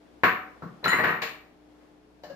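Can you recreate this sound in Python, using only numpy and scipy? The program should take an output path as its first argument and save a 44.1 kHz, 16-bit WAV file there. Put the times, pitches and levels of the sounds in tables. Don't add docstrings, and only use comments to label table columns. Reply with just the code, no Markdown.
import sys
import numpy as np
from scipy import signal
from scipy.fft import rfft, irfft
from scipy.io import wavfile

SR = 44100
rng = np.random.default_rng(int(sys.argv[2]) if len(sys.argv) > 2 else 0)


def wrap_up_sound(samples):
    columns = np.atleast_2d(samples).T
    tamed = np.clip(columns, -1, 1)
    steps = np.round(tamed * 32767).astype(np.int16)
    wavfile.write(sys.argv[1], SR, steps)


N = 103635

# f/Hz, level/dB
NOISE_SPECTRUM = [(30, -24.5), (60, -22.5), (100, -18.5), (180, -15), (260, -8), (420, -13), (700, -14),
                  (1200, -22), (2500, -28.5), (5000, -35), (8000, -42.5), (10000, -44), (14500, -48.5),
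                  (16500, -62.5)]
# t/s, level/dB
NOISE_DRIFT = [(0, 1), (.7, 3.5), (1.6, -1), (1.85, 1.5), (2.0, -2), (2.35, -0.5)]
# f/Hz, left-right correlation
NOISE_CORRELATION = [(60, 0.49), (240, 0.45), (950, 0.18), (3770, 0.01), (15000, 0.0741)]
# f/Hz, rms level/dB
HUM_TONES = [(30, -83), (60.2, -69.5), (119.6, -79.5), (179.8, -72.5), (301, -63), (360.3, -77.5),
             (428, -70.5)]
# t/s, level/dB, 6 x colour/dB at COLOUR_HZ, counter ring/dB, own ring f/Hz, own ring/dB
CONTACTS = [(.2345, -12, 2.5, 1, 2.8, 3.5, 3, 0, -2.5, 1515, -10.5),
            (0.6218, -33.5, 23, 2, 0, -16.5, -1, -7, -3, 1327, -1),
            (.829, -41.5, 12, 23, 0.66, -7, -10, -12, -3, 874, -14),
            (0.8439, -28.5, 19.5, -9, 0, 12, 19, 9, -3, 2490, -18),
            (.859, -27.5, -17, -9, 0, -30, 4, -8, -7.5, 1358, 14.5),
            (0.8796, -40.5, -2.5, -32, 0.15, 11.5, -15, -8, 13, 3000, 11),
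            (0.9303, -30, 5, 9, 0, -7, -11, 5.5, -5, 2056, 15),
            (0.988, -20.5, -11, 7.5, -4.5, -3, -8, -4, 0, 1775, -1.5),
            (1.0379, -16.5, 3, -2.5, 0.095, 2, 2, -13, -2.5, 1500, -3.5),
            (1.067, -27, -23.5, 14, 0.038, 6.5, -9, 1, -5.5, 1590, -1.5),
            (1.093, -32, 14, -6.5, 0.65, -4, -26, 1, 3.5, 1260, 11),
            (1.135, -37.5, 9.5, 15, 0.22, -19, -8, 2, -2.5, 1400, 3),
            (1.2195, -32, -1, 20.5, 1.6, 16, 26, 15.5, -9, 2234, 3.5),
            (1.81, -66.5, 4.5, 6.5, 0.35, 7, 5.5, -5, 0, 2070, 0),
            (2.2353, -51, 17, 8.5, 1, 5.5, 31, 15.5, 2, 3980, -3),
            (2.298, -47.5, 26, 12.5, 0.075, -10, 23.5, 5, -9, 1186, -7.5)]
COLOUR_HZ = [170, 550, 1300, 2600, 5000, 14000]
# f/Hz, level/dB
KNOCK_AT_MIC = [(30, -50.5), (80, -36.5), (170, -17), (300, -12), (600, -17.5), (1100, 2), (1800, 0),
                (2500, -6.5), (3300, -19.5), (4200, -20.5), (5500, -33.5), (7000, -34), (9500, -52),
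                (11500, -38), (14200, -23.5), (15200, -34), (15800, -58.5)]
# f/Hz, level/dB, t60/s
COUNTER_MODES = [(166.1, -19, 0.067), (466.7, -24.5, 0.3), (620.4, -18.5, 0.17), (760, -11, 0.19),
                 (1000, -10.5, 0.15), (1087, -10.5, 0.13), (1218, -16, 0.24), (1295, -10.5, 0.092),
                 (1521, -12.5, 0.17), (1636, -9.5, 0.041)]
# delay t/s, level/dB
WALL_ECHOES = [(.0022, -9.5), (0.0131, -2.5), (.033, -10)]
# f/Hz, t60/s
TAIL_T60 = [(80, 0.57), (200, 0.49), (500, 0.54), (1200, 0.47), (2500, 0.43), (5000, 0.35), (9000, 0.38),
            (14000, 0.44)]
# f/Hz, left-right correlation
TAIL_CORRELATION = [(100, 1), (300, 0.76), (600, 0.82), (1200, 0.43), (4000, -0.2), (14000, -0.072)]
# f/Hz, left minus right/dB
BALANCE = [(60, 1), (180, 4.0), (550, 2), (1650, 1.5), (4970, 5), (15000, -2)]
# t/s, 6 x level/dB at CLINK_POINTS_HZ
CLINK_HITS = [(.6225, -76, -72, -78, -89.5, -88, -95), (0.8415, -40.5, -32, -49.5, -54, -40, -59.5),
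              (0.8804, -28.5, -50.5, -24, -42, -39.5, -60.5), (0.9043, -29.5, -32.5, -71, -60, -49.5, -60),
              (0.9306, -26, -57, -65.5, -74, -57.5, -47.5), (.989, -24.5, -53.5, -63, -70, -56, -42),
              (1.0397, -34.5, -69, -57.5, -83, -59, -43.5), (1.091, -25.5, -71.5, -63.5, -81, -65.5, -44.5),
              (1.221, -35, -48, -37, -53, -65, -74)]
CLINK_POINTS_HZ = [1900, 4000, 7100, 8900, 12000, 14100]
BOWL_HZ = [1881, 1926, 2466, 3997, 4037, 4110, 6998, 7176, 8818, 9001, 11900, 11970, 14120]
# level/dB, t60/s
BOWL_MODES = [(-1, .3), (0.5, 0.09), (-21, 0.068), (2.5, 0.1), (1.5, 0.27), (-3, 0.3), (-13, .3),
              (-7, 0.13), (5, 0.13), (1.5, 0.16), (-14, 0.15), (-0.5, 0.18), (6, .2)]
# t/s, level/dB
DRAG_LEVEL = [(.83, -56.5), (0.861, -37), (0.999, -41), (1.098, -43), (1.16, -58.5), (1.2, -67)]
# t/s, level/dB, f/Hz, swell/s, t60 factor
VESSEL_TAPS = [(2.236, -39, 600, 0.00057, 1), (2.295, -19, 558, 0.011, 0.47)]
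# frequency ratio, level/dB, t60/s
VESSEL_MODES = [(1.0, -2.5, 0.17), (1.2, 6, 0.027), (2.97, -12, 0.11), (5.0, -10, 0.052)]

BAND_EDGES_HZ = 28 * 2 ** np.arange(0, 9.4, 1 / 3)
BAND_CENTRES_HZ = np.sqrt(BAND_EDGES_HZ[:-1] * BAND_EDGES_HZ[1:])
TIME_S = np.arange(N) / SR
SIDES = np.array([[1], [-1]])


def from_db(db):
    return 10 ** (np.asarray(db) / 20)


def at_hz(points, hz):
    points_hz, values = np.transpose(points)
    return np.interp(np.log(hz), np.log(points_hz), values)


def band(x, k):
    return signal.sosfilt(signal.butter(4, BAND_EDGES_HZ[k:k + 2], "band", fs=SR, output="sos"), x)


def stereo(noise, correlation, hz):
    correlation = np.clip(correlation, -.99, .99)
    mid = np.sqrt((1 + correlation) / 2) * noise[0]
    side = np.sqrt((1 - correlation) / 2) * noise[1]
    return from_db(at_hz(BALANCE, hz) / 2 * SIDES) * (mid + side * SIDES)


def ring(times_s, levels_db, hz, t60_s):
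    clicks = np.zeros(N)
    clicks[(np.asarray(times_s) * SR).astype(int)] = from_db(levels_db)
    window = np.hanning(int(SR / hz) + 3)
    force = signal.lfilter(2 * window / window.sum(), [1], clicks)
    radius, angle = from_db(-60 / (t60_s * SR)), 2 * np.pi * hz / SR
    return signal.lfilter([0, np.sin(angle)], [1, -2 * radius * np.cos(angle), radius ** 2], force + 1e-18)


def appliance_hum(waver_db=2.5):
    out = 0
    for hz, db in HUM_TONES:
        waver = np.interp(TIME_S, np.linspace(0, N / SR, 30), rng.standard_normal(30))
        tone = np.sqrt(2) * np.sin(2 * np.pi * (hz * TIME_S + rng.random()))
        out += from_db(db + waver_db * waver) * tone
    return out * from_db(1.5 * SIDES)


def room_noise(base_db=-59):
    noise, out = rng.standard_normal((2, 2, N)), 0
    for k, hz in enumerate(BAND_CENTRES_HZ):
        pair = stereo(band(noise[k % 2], k), at_hz(NOISE_CORRELATION, hz), hz)
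        out += from_db(at_hz(NOISE_SPECTRUM, hz)) * pair
    drift_db = np.interp(TIME_S, *np.transpose(NOISE_DRIFT))
    return from_db(base_db + drift_db) * out / np.sqrt(np.mean(out ** 2))


def knock_pulse(colour_db, gain_db=21):
    hz = np.maximum(np.fft.rfftfreq(4096, 1 / SR), 1)
    db = gain_db + at_hz(KNOCK_AT_MIC, hz) + np.interp(np.log(hz), np.log(COLOUR_HZ), colour_db)
    cepstrum = irfft(db * np.log(10) / 20)
    causal_fold = np.r_[1, np.full(2047, 2), 1, np.zeros(2047)]
    return irfft(np.exp(rfft(cepstrum * causal_fold)))


def knocks():
    out = np.zeros(N + SR)
    for start_s, db, *colour_db in np.array(CONTACTS)[:, :8]:
        pulse = from_db(db) * knock_pulse(colour_db)
        out[int(start_s * SR):][:len(pulse)] += pulse
    return out[:N]


def counter_ring(scatter_db=0.83):
    rows, out = np.array(CONTACTS), 0
    times_s, knock_db, colours_db, ring_db = rows[:, 0], rows[:, 1], rows[:, 2:8], rows[:, 8]
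    random_db = rng.normal(0, scatter_db, (len(rows), len(COUNTER_MODES)))
    for k, (hz, mode_db, t60_s) in enumerate(COUNTER_MODES):
        colour_db = [np.interp(np.log(hz), np.log(COLOUR_HZ), colour) for colour in colours_db]
        out += ring(times_s, mode_db + knock_db + colour_db + ring_db + random_db[:, k], hz, t60_s)
    return out


def contact_rings(t60_s=0.051):
    return sum(ring([start_s], db + ring_db, hz, t60_s) for start_s, db, *_, hz, ring_db in CONTACTS)


def kitchen(pulses, rings, pulse_tail_db=-17, ring_tail_db=-31.5):
    onset_s, left_delay_s, near_balance_db = 0.0018, 0.00016, 4.5
    t, noise, tail = np.arange(SR // 2) / SR, rng.standard_normal((2, SR)), 0
    for k, hz in enumerate(BAND_CENTRES_HZ):
        envelope = from_db(-60 * t / at_hz(TAIL_T60, hz)) * (1 - np.exp(-t / onset_s))
        tail += envelope * stereo(band(noise, k)[:, -len(t):], at_hz(TAIL_CORRELATION, hz), hz)
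    near = np.zeros_like(tail)
    near[0, int(left_delay_s * SR)] = near[1, 0] = 1
    for delay_s, db in WALL_ECHOES:
        delay_samples = (delay_s * SR * rng.uniform(.97, 1.03, 2)).astype(int)
        near[[0, 1], delay_samples] = from_db(db)
    near *= from_db(near_balance_db / 2 * SIDES)
    return sum(signal.fftconvolve(x[None], near + from_db(tail_db) * tail)[:, :N]
               for x, tail_db in [(pulses, pulse_tail_db), (rings, ring_tail_db)])


def bowl_clinks(scatter_db=1):
    hits, out = np.array(CLINK_HITS), 0
    random_db = rng.normal(0, scatter_db, (len(hits), len(BOWL_MODES)))
    for k, (hz, (mode_db, t60_s)) in enumerate(zip(BOWL_HZ, BOWL_MODES)):
        hit_db = np.array([np.interp(np.log(hz), np.log(CLINK_POINTS_HZ), hit[1:]) for hit in hits])
        out += ring(hits[:, 0], mode_db + hit_db + random_db[:, k], hz, t60_s)
    return out


def bowl_drag(touches_per_s=200):
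    envelope = from_db(np.interp(TIME_S, *np.transpose(DRAG_LEVEL), left=-200, right=-200))
    sizes = from_db(6.58 * np.minimum(rng.exponential(1, N), 4)) * rng.choice([-1, 1], N)
    touches = envelope * sizes * (rng.random(N) < touches_per_s / SR)
    return signal.fftconvolve(touches, knock_pulse(colour_db=np.zeros(6)))[:N]


def vessel_taps():
    out = 0
    for start_s, db, hz, swell_s, t60_factor in VESSEL_TAPS:
        age_s = np.maximum(TIME_S - start_s, 0)
        swell = (1 - np.exp(-age_s / swell_s)) ** 2
        for ratio, mode_db, t60_s in VESSEL_MODES:
            decay = from_db(db + mode_db - 60 * age_s / (t60_s * t60_factor))
            out += swell * decay * np.sin(2 * np.pi * ratio * hz * age_s)
    return out


def scene(bass_cut_hz=123):
    pulses = knocks() + bowl_drag()
    rings = bowl_clinks() + vessel_taps() + counter_ring() + contact_rings()
    highpass = signal.butter(3, bass_cut_hz, "high", fs=SR, output="sos")
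    return signal.sosfilt(highpass, kitchen(pulses, rings)) + room_noise() + appliance_hum()


def record(dry, stopband_hz=16200):
    return signal.sosfilt(signal.cheby2(18, 70, stopband_hz, fs=SR, output="sos"), dry)


dry = scene()
out = record(dry)
wrap_up_sound(out)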